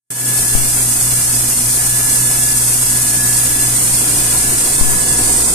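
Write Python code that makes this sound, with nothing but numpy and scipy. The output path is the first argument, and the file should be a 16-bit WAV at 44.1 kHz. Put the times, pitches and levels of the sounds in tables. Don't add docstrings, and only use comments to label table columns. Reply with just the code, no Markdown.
import sys
import numpy as np
from scipy import signal
from scipy.fft import rfft, irfft
from scipy.io import wavfile
from scipy.ndimage import uniform_filter1d, map_coordinates

SR = 44100
rng = np.random.default_rng(int(sys.argv[2]) if len(sys.argv) > 2 else 0)


def wrap_up_sound(samples):
    columns = np.atleast_2d(samples).T
    tamed = np.clip(columns, -1, 1)
    steps = np.round(tamed * 32767).astype(np.int16)
    wavfile.write(sys.argv[1], SR, steps)


N = 244314
TIME = np.arange(N) / SR
HZ = np.fft.rfftfreq(N, 1 / SR)

# (time [s], share of the way [0-1])
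WALK_TO_HOPPER = [(2.9, 0), (4.1, 0.27), (5.3, 0.91)]
# (frequency [Hz], density [dB/Hz])
GRANULE_HISS = [(500, -78), (2000, -77), (3200, -73), (4200, -65), (5500, -59.5), (6700, -57),
                (7600, -58.5), (9500, -56.5), (11000, -56.5), (12500, -59), (14300, -80)]
# (frequency [Hz], gain [dB])
HOPPER_HISS_CHANGE = [(2700, -2), (3400, 2), (4600, 2.5), (5600, -0.5), (8300, 3), (9500, 2),
                      (12500, -10.5)]
# (frequency [Hz], typical depth [dB])
FLICKER_DEPTH = [(1500, 0.5), (2200, 5), (3200, 17.5), (4400, 24.5), (6000, 10.5), (7400, 1), (11000, 2),
                 (13500, 8)]
# (frequency [Hz], density [dB/Hz])
BLOWER_RUSH = [(20, -49.5), (35, -59), (78, -59.5), (140, -54.8), (210, -58.5), (270, -57), (400, -59.7),
               (560, -65.5), (1000, -65), (1600, -65.5), (2600, -65.5), (4000, -72.5), (14000, -60)]
# (frequency [Hz], weight [ratio])
ROAR_WEIGHT = [(60, 1.2), (200, 0), (330, 1), (620, 0.5), (1000, 0.28), (1600, 0.2), (2600, 0)]
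# (frequency [Hz], width [Hz], gain [dB])
HOPPER_MODES = [(174, 45, 5.5), (303, 36, 1.5), (407, 65, 3), (462, 18, -1.5), (492, 57, 5), (730, 50, 4.5),
                (945, 65, 5), (1047, 55, 4.5), (1150, 59, 3), (1235, 40, -4)]
# (frequency [Hz], width
# [Hz], gain [dB])
RUSH_COLOUR = [(220, 18, -2), (262, 25, 1.5), (345, 25, 2), (378, 25, -1.5), (408, 30, 2.5),
               (452, 25, -1.5), (500, 70, 2.7), (585, 25, 2.5), (620, 35, -2.5), (680, 35, 3), (735, 80, 4),
               (840, 70, -2.5), (960, 90, 5), (1040, 60, 2), (1185, 45, -2.5), (1260, 55, 3.5),
               (1394, 60, 4.5), (1550, 60, 2), (1713, 50, 4), (1815, 110, -6.5), (1948, 73, 4.5),
               (2780, 150, 3), (3150, 110, -3.5), (3470, 280, 4.5), (3790, 200, -4), (4300, 300, 1),
               (4570, 100, -2.5), (5030, 330, 2), (5500, 400, -1.3)]
# (frequency [Hz], level re the drone [dB])
DRONE_BEATS = [(118.9, -15.5), (126.0, -18)]
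# (time [s], length [s], gain [dB])
DRONE_DIPS = [(1.544, 0.12, -4), (1.732, 0.055, -8)]
# (frequency [Hz], mean level at the panel [dB], change by the hopper [dB])
HUM_TONES = [(24.9, -39.5, -6), (49.7, -45, 1), (61.1, -36.5, 4.5), (179.5, -56, 3), (243, -38, 4.5),
             (250.5, -43, -3.5), (296.5, -44, 3), (404.6, -51.5, 10), (736.8, -52, -7)]
# (time [s], left relative level [dB], right relative level [dB])
WHINE_LEVELS = [(0.34, -32, -35), (0.44, -35, -44), (0.52, -31.5, -40), (0.62, -36, -43),
                (0.95, -36.5, -47), (1.3, -33, -47), (1.55, -44, -45), (1.78, -45, -31), (2.0, -42, -28.3),
                (2.15, -45, -30), (2.45, -41, -27), (2.79, -35, -34), (2.94, -32.5, -28.5),
                (3.27, -33.5, -28), (3.44, -38, -38), (3.62, -43, -30), (3.82, -44, -44),
                (3.99, -34.5, -35), (4.15, -34, -42), (4.32, -34, -33), (4.45, -33.5, -26),
                (4.66, -38, -42), (4.88, -32, -26.5), (5.0, -37, -28.5), (5.12, -33.5, -28.5),
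                (5.3, -33, -30), (5.42, -42, -43)]
# (time [s], phase [rad])
WHINE_RIGHT_LAG = [(0.55, 0.6), (0.8, 2.0), (1.5, 2.1), (1.62, 4.8), (2.15, 4.6), (2.7, 3.7), (2.93, 2.0),
                   (3.1, 1.9), (3.35, 0.5), (3.62, 0), (3.73, -1.9), (4.05, -3.2), (4.28, -4.6),
                   (4.45, -2.9), (4.65, -1.8), (4.92, -2.8), (5.03, -4.4), (5.3, -4.2), (5.45, -3.6)]
# (multiple [ratio], left level [dB], right level [dB])
WHINE_OVERTONES = [(2, -49.5, -46.5), (3, -46, -46), (4, -41.5, -41), (5, -37.5, -32.5)]
# (frequency [Hz], density [dB/Hz])
FAN_RUSH = [(100, -98), (290, -66.5), (500, -83), (1900, -66), (3400, -69), (5000, -67.5), (9000, -90)]
# (frequency [Hz], level [dB])
FAN_BLADE_TONES = [(294.8, -39.5), (589.6, -48.5)]
# (time [s], push before overload [dB], decay time [s])
HAND_BUMPS = [(0.5516, 9, 0.0105), (4.8116, 12.5, 0.016)]
# (frequency [Hz], level [dB], time to fall 60 dB [s])
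CASE_RING = [(694, -24, 0.018), (1150, -35, 0.0092)]
# (frequency [Hz], width [Hz], gain [dB])
MIC_PORTS = [(9300, 2760, 9), (8485, 1870, 11.5)]
# (frequency [Hz], coherence [0-1])
MIC_COHERENCE = [(60, 0.99), (160, 0.92), (260, 0.94), (430, 0.3), (710, 0.52), (1170, 0), (1900, 0.2),
                 (14000, 0)]
# (frequency [Hz], left minus right [dB])
MIC_BALANCE = [(60, -4.5), (140, -3), (320, -0.5), (500, -1), (740, -9), (980, 0.5), (1300, -2), (2700, 0),
               (3900, -3.5), (5500, 0), (7500, -1.5), (11000, 1.5), (14000, 1.5)]
# (time [s], gain [dB])
FADE_IN = [(0.0, -83), (0.102, -66), (0.104, -9.5), (0.14, -9.5), (0.2, -6.5), (0.25, -3.5), (0.29, -1.5)]


def granules(ticks_per_s=11000, tick_share=0.25, size_db=2.5, gain_db=-0.76, mill_at_s=2.8, mill_db=2):
    sizes = amp(size_db * np.minimum(rng.exponential(1, (2, N)), 4)) * rng.choice([-1, 1], (2, N))
    ticks = unit_rms(sizes * (rng.random((2, N)) < ticks_per_s / SR))
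    powder = rng.standard_normal((2, N))
    spray = np.sqrt(tick_share) * ticks + np.sqrt(1 - tick_share) * powder
    feed_db = 0.45 * wander(9.3) + 0.1 * wander(130)
    swirl_db = 0.95 * np.array([wander(35), wander(29)])
    spray *= amp(gain_db + mill_db * walk_past(mill_at_s, half_width_s=1.9) + feed_db + swirl_db)
    at_panel = rush_at_mics(spray, spectrum(GRANULE_HISS))
    at_hopper = rush_at_mics(spray, spectrum(GRANULE_HISS) + spectrum(HOPPER_HISS_CHANGE))
    return along_walk(at_panel, at_hopper)


def blower(gain_db=0.42, panel_roar_db=-2, hopper_roar_db=4):
    air = rng.standard_normal((2, N))
    air *= amp(gain_db + 0.62 * wander(13) + 0.84 * wander(38))
    rush_db, weight = spectrum(BLOWER_RUSH), spectrum(ROAR_WEIGHT)
    at_panel = rush_at_mics(air, rush_db + panel_roar_db * weight)
    at_hopper = rush_at_mics(air, rush_db + hopper_roar_db * weight + bell_curves(HOPPER_MODES))
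    return along_walk(at_panel, at_hopper)


def motors(drone_hz=122.5, throb_db=0.86, waver_db=1.14):
    drone = amp(throb_db * wander(5.8)) * tone(drone_hz, drift_rad=1, rate_hz=1.17)
    drone += sum(amp(db) * tone(hz, drift_rad=0.49, rate_hz=3.7) for hz, db in DRONE_BEATS)
    dips_db = sum(db * np.exp(-(2 * (TIME - s) / length) ** 2) for s, length, db in DRONE_DIPS)
    drone_db = np.array([along_walk(-27.85, -36.85), along_walk(-24.95, -29.15)])
    hum = np.zeros(N)
    for hz, panel_db, change_db in HUM_TONES:
        level_db = along_walk(panel_db, panel_db + change_db) + waver_db * wander(3)
        hum += amp(level_db) * tone(hz, drift_rad=0.49, rate_hz=2.7)
    return drone * amp(drone_db + dips_db) + hum * amp([[-0.6], [0.6]])


def disc(whine_hz=1703.5, gain_db=1.4, shimmer_db=1.35, fading_db=3):
    lag = np.array([[0], [1]]) * follow(WHINE_RIGHT_LAG)
    level_db = follow(WHINE_LEVELS) + gain_db + shimmer_db * wander(24)
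    whine = amp(level_db) * tone(whine_hz, drift_rad=0.55, rate_hz=0.9, lag_rad=lag)
    for multiple, *mics_db in WHINE_OVERTONES:
        for mic, db in enumerate(mics_db):
            level = amp(db + fading_db * wander(3.5))
            whine[mic] += level * tone(multiple * whine_hz, drift_rad=1.5, rate_hz=2.6)
    return whine


def cooling_fan(closest_s=4.26, waver_db=2):
    nearness = walk_past(closest_s, half_width_s=1)
    blades = sum(amp(db + waver_db * wander(5)) * tone(hz, drift_rad=0.5, rate_hz=2.8)
                 for hz, db in FAN_BLADE_TONES)
    rush = rush_at_mics(rng.standard_normal((2, N)) * nearness, spectrum(FAN_RUSH))
    return rush + blades * nearness ** 2


def hand_bumps(rise_s=0.00046, recover_s=0.06):
    push, knock = np.zeros((2, N))
    for start_s, push_db, decay_s in HAND_BUMPS:
        age = np.maximum(TIME - start_s, 0)
        onset = 1 - np.exp(-age / rise_s)
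        backswing = decay_s / recover_s * np.exp(-age / recover_s)
        push += amp(push_db) * onset * (np.exp(-age / decay_s) - backswing)
        for hz, db, t60 in CASE_RING:
            knock += amp(db - 60 * age / t60) * np.sin(2 * np.pi * hz * age)
    return np.array([np.tanh(push) + knock, knock])


def rush_at_mics(noise, density_db):
    left, other = rfft(noise)
    coherence = spectrum(MIC_COHERENCE)
    right = coherence * left + np.sqrt(1 - coherence ** 2) * other
    ports_db = np.array([bell_curves([port]) for port in MIC_PORTS])
    balance_db = np.array([[0.5], [-0.5]]) * spectrum(MIC_BALANCE)
    gain = amp(density_db + bell_curves(RUSH_COLOUR) + ports_db + balance_db)
    return irfft(np.array([left, right]) * gain, N) * np.sqrt(SR / 2)


def treble_flicker(sound, changes_per_s=14, width_hz=100, frame=1024):
    framing = dict(nperseg=frame, noverlap=frame * 3 // 4)
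    hz, times, bands = signal.stft(sound, SR, **framing)
    grid = np.meshgrid(hz / width_hz, times * changes_per_s, indexing="ij")
    ripple = unit_rms(map_coordinates(rng.standard_normal((frame, frame)), grid, mode="wrap"))
    depth_db = np.interp(hz, HZ, spectrum(FLICKER_DEPTH))[:, None]
    gain = amp(depth_db * np.minimum(ripple, 0.4))
    gain /= np.sqrt(uniform_filter1d(gain ** 2, size=13, axis=0))
    return signal.istft(bands * gain, **framing)[1][:, :N]


def along_walk(at_panel, at_hopper):
    share = follow(WALK_TO_HOPPER)[0]
    return (1 - share) * at_panel + share * at_hopper


def walk_past(closest_s, half_width_s):
    return 1 / (1 + ((TIME - closest_s) / half_width_s) ** 2)


def tone(hz, drift_rad, rate_hz, lag_rad=0):
    return np.sqrt(2) * np.sin(2 * np.pi * hz * TIME + drift_rad * wander(rate_hz) - lag_rad)


def wander(rate_hz):
    return unit_rms(irfft(rfft(rng.standard_normal(N)) * (HZ > 0) / (1 + (HZ / rate_hz) ** 4), N))


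def bell_curves(rows):
    return sum(db / (1 + (2 * (HZ - hz) / width) ** 2) for hz, width, db in rows)


def spectrum(points):
    hz, value = np.transpose(points)
    return np.interp(np.log(HZ + 1), np.log(hz + 1), value)


def follow(rows):
    times, *columns = np.transpose(rows)
    return np.array([np.interp(TIME, times, column) for column in columns])


def amp(db):
    return 10 ** (np.asarray(db) / 20)


def unit_rms(x):
    return x / np.sqrt(np.mean(x ** 2) + 1e-20)


def scene():
    return treble_flicker(granules() + blower() + cooling_fan()) + motors() + disc() + hand_bumps()


def record(dry):
    bass_hz, bass_in_s, early_bass_db, top_hz = 93.5, 0.39, -12, 14330
    bass = irfft(rfft(dry) / (1 + (HZ / bass_hz) ** 8), N)
    held_back = (1 - amp(early_bass_db)) * np.clip((bass_in_s - TIME) / 0.02, 0, 1)
    clipped = np.clip((dry - held_back * bass) * amp(follow(FADE_IN)), -1, 1)
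    lowpass = signal.firwin(1023, top_hz, window=("kaiser", 8), fs=SR)
    return signal.oaconvolve(clipped, lowpass[None], "same")


dry = scene()
out = record(dry)
wrap_up_sound(out)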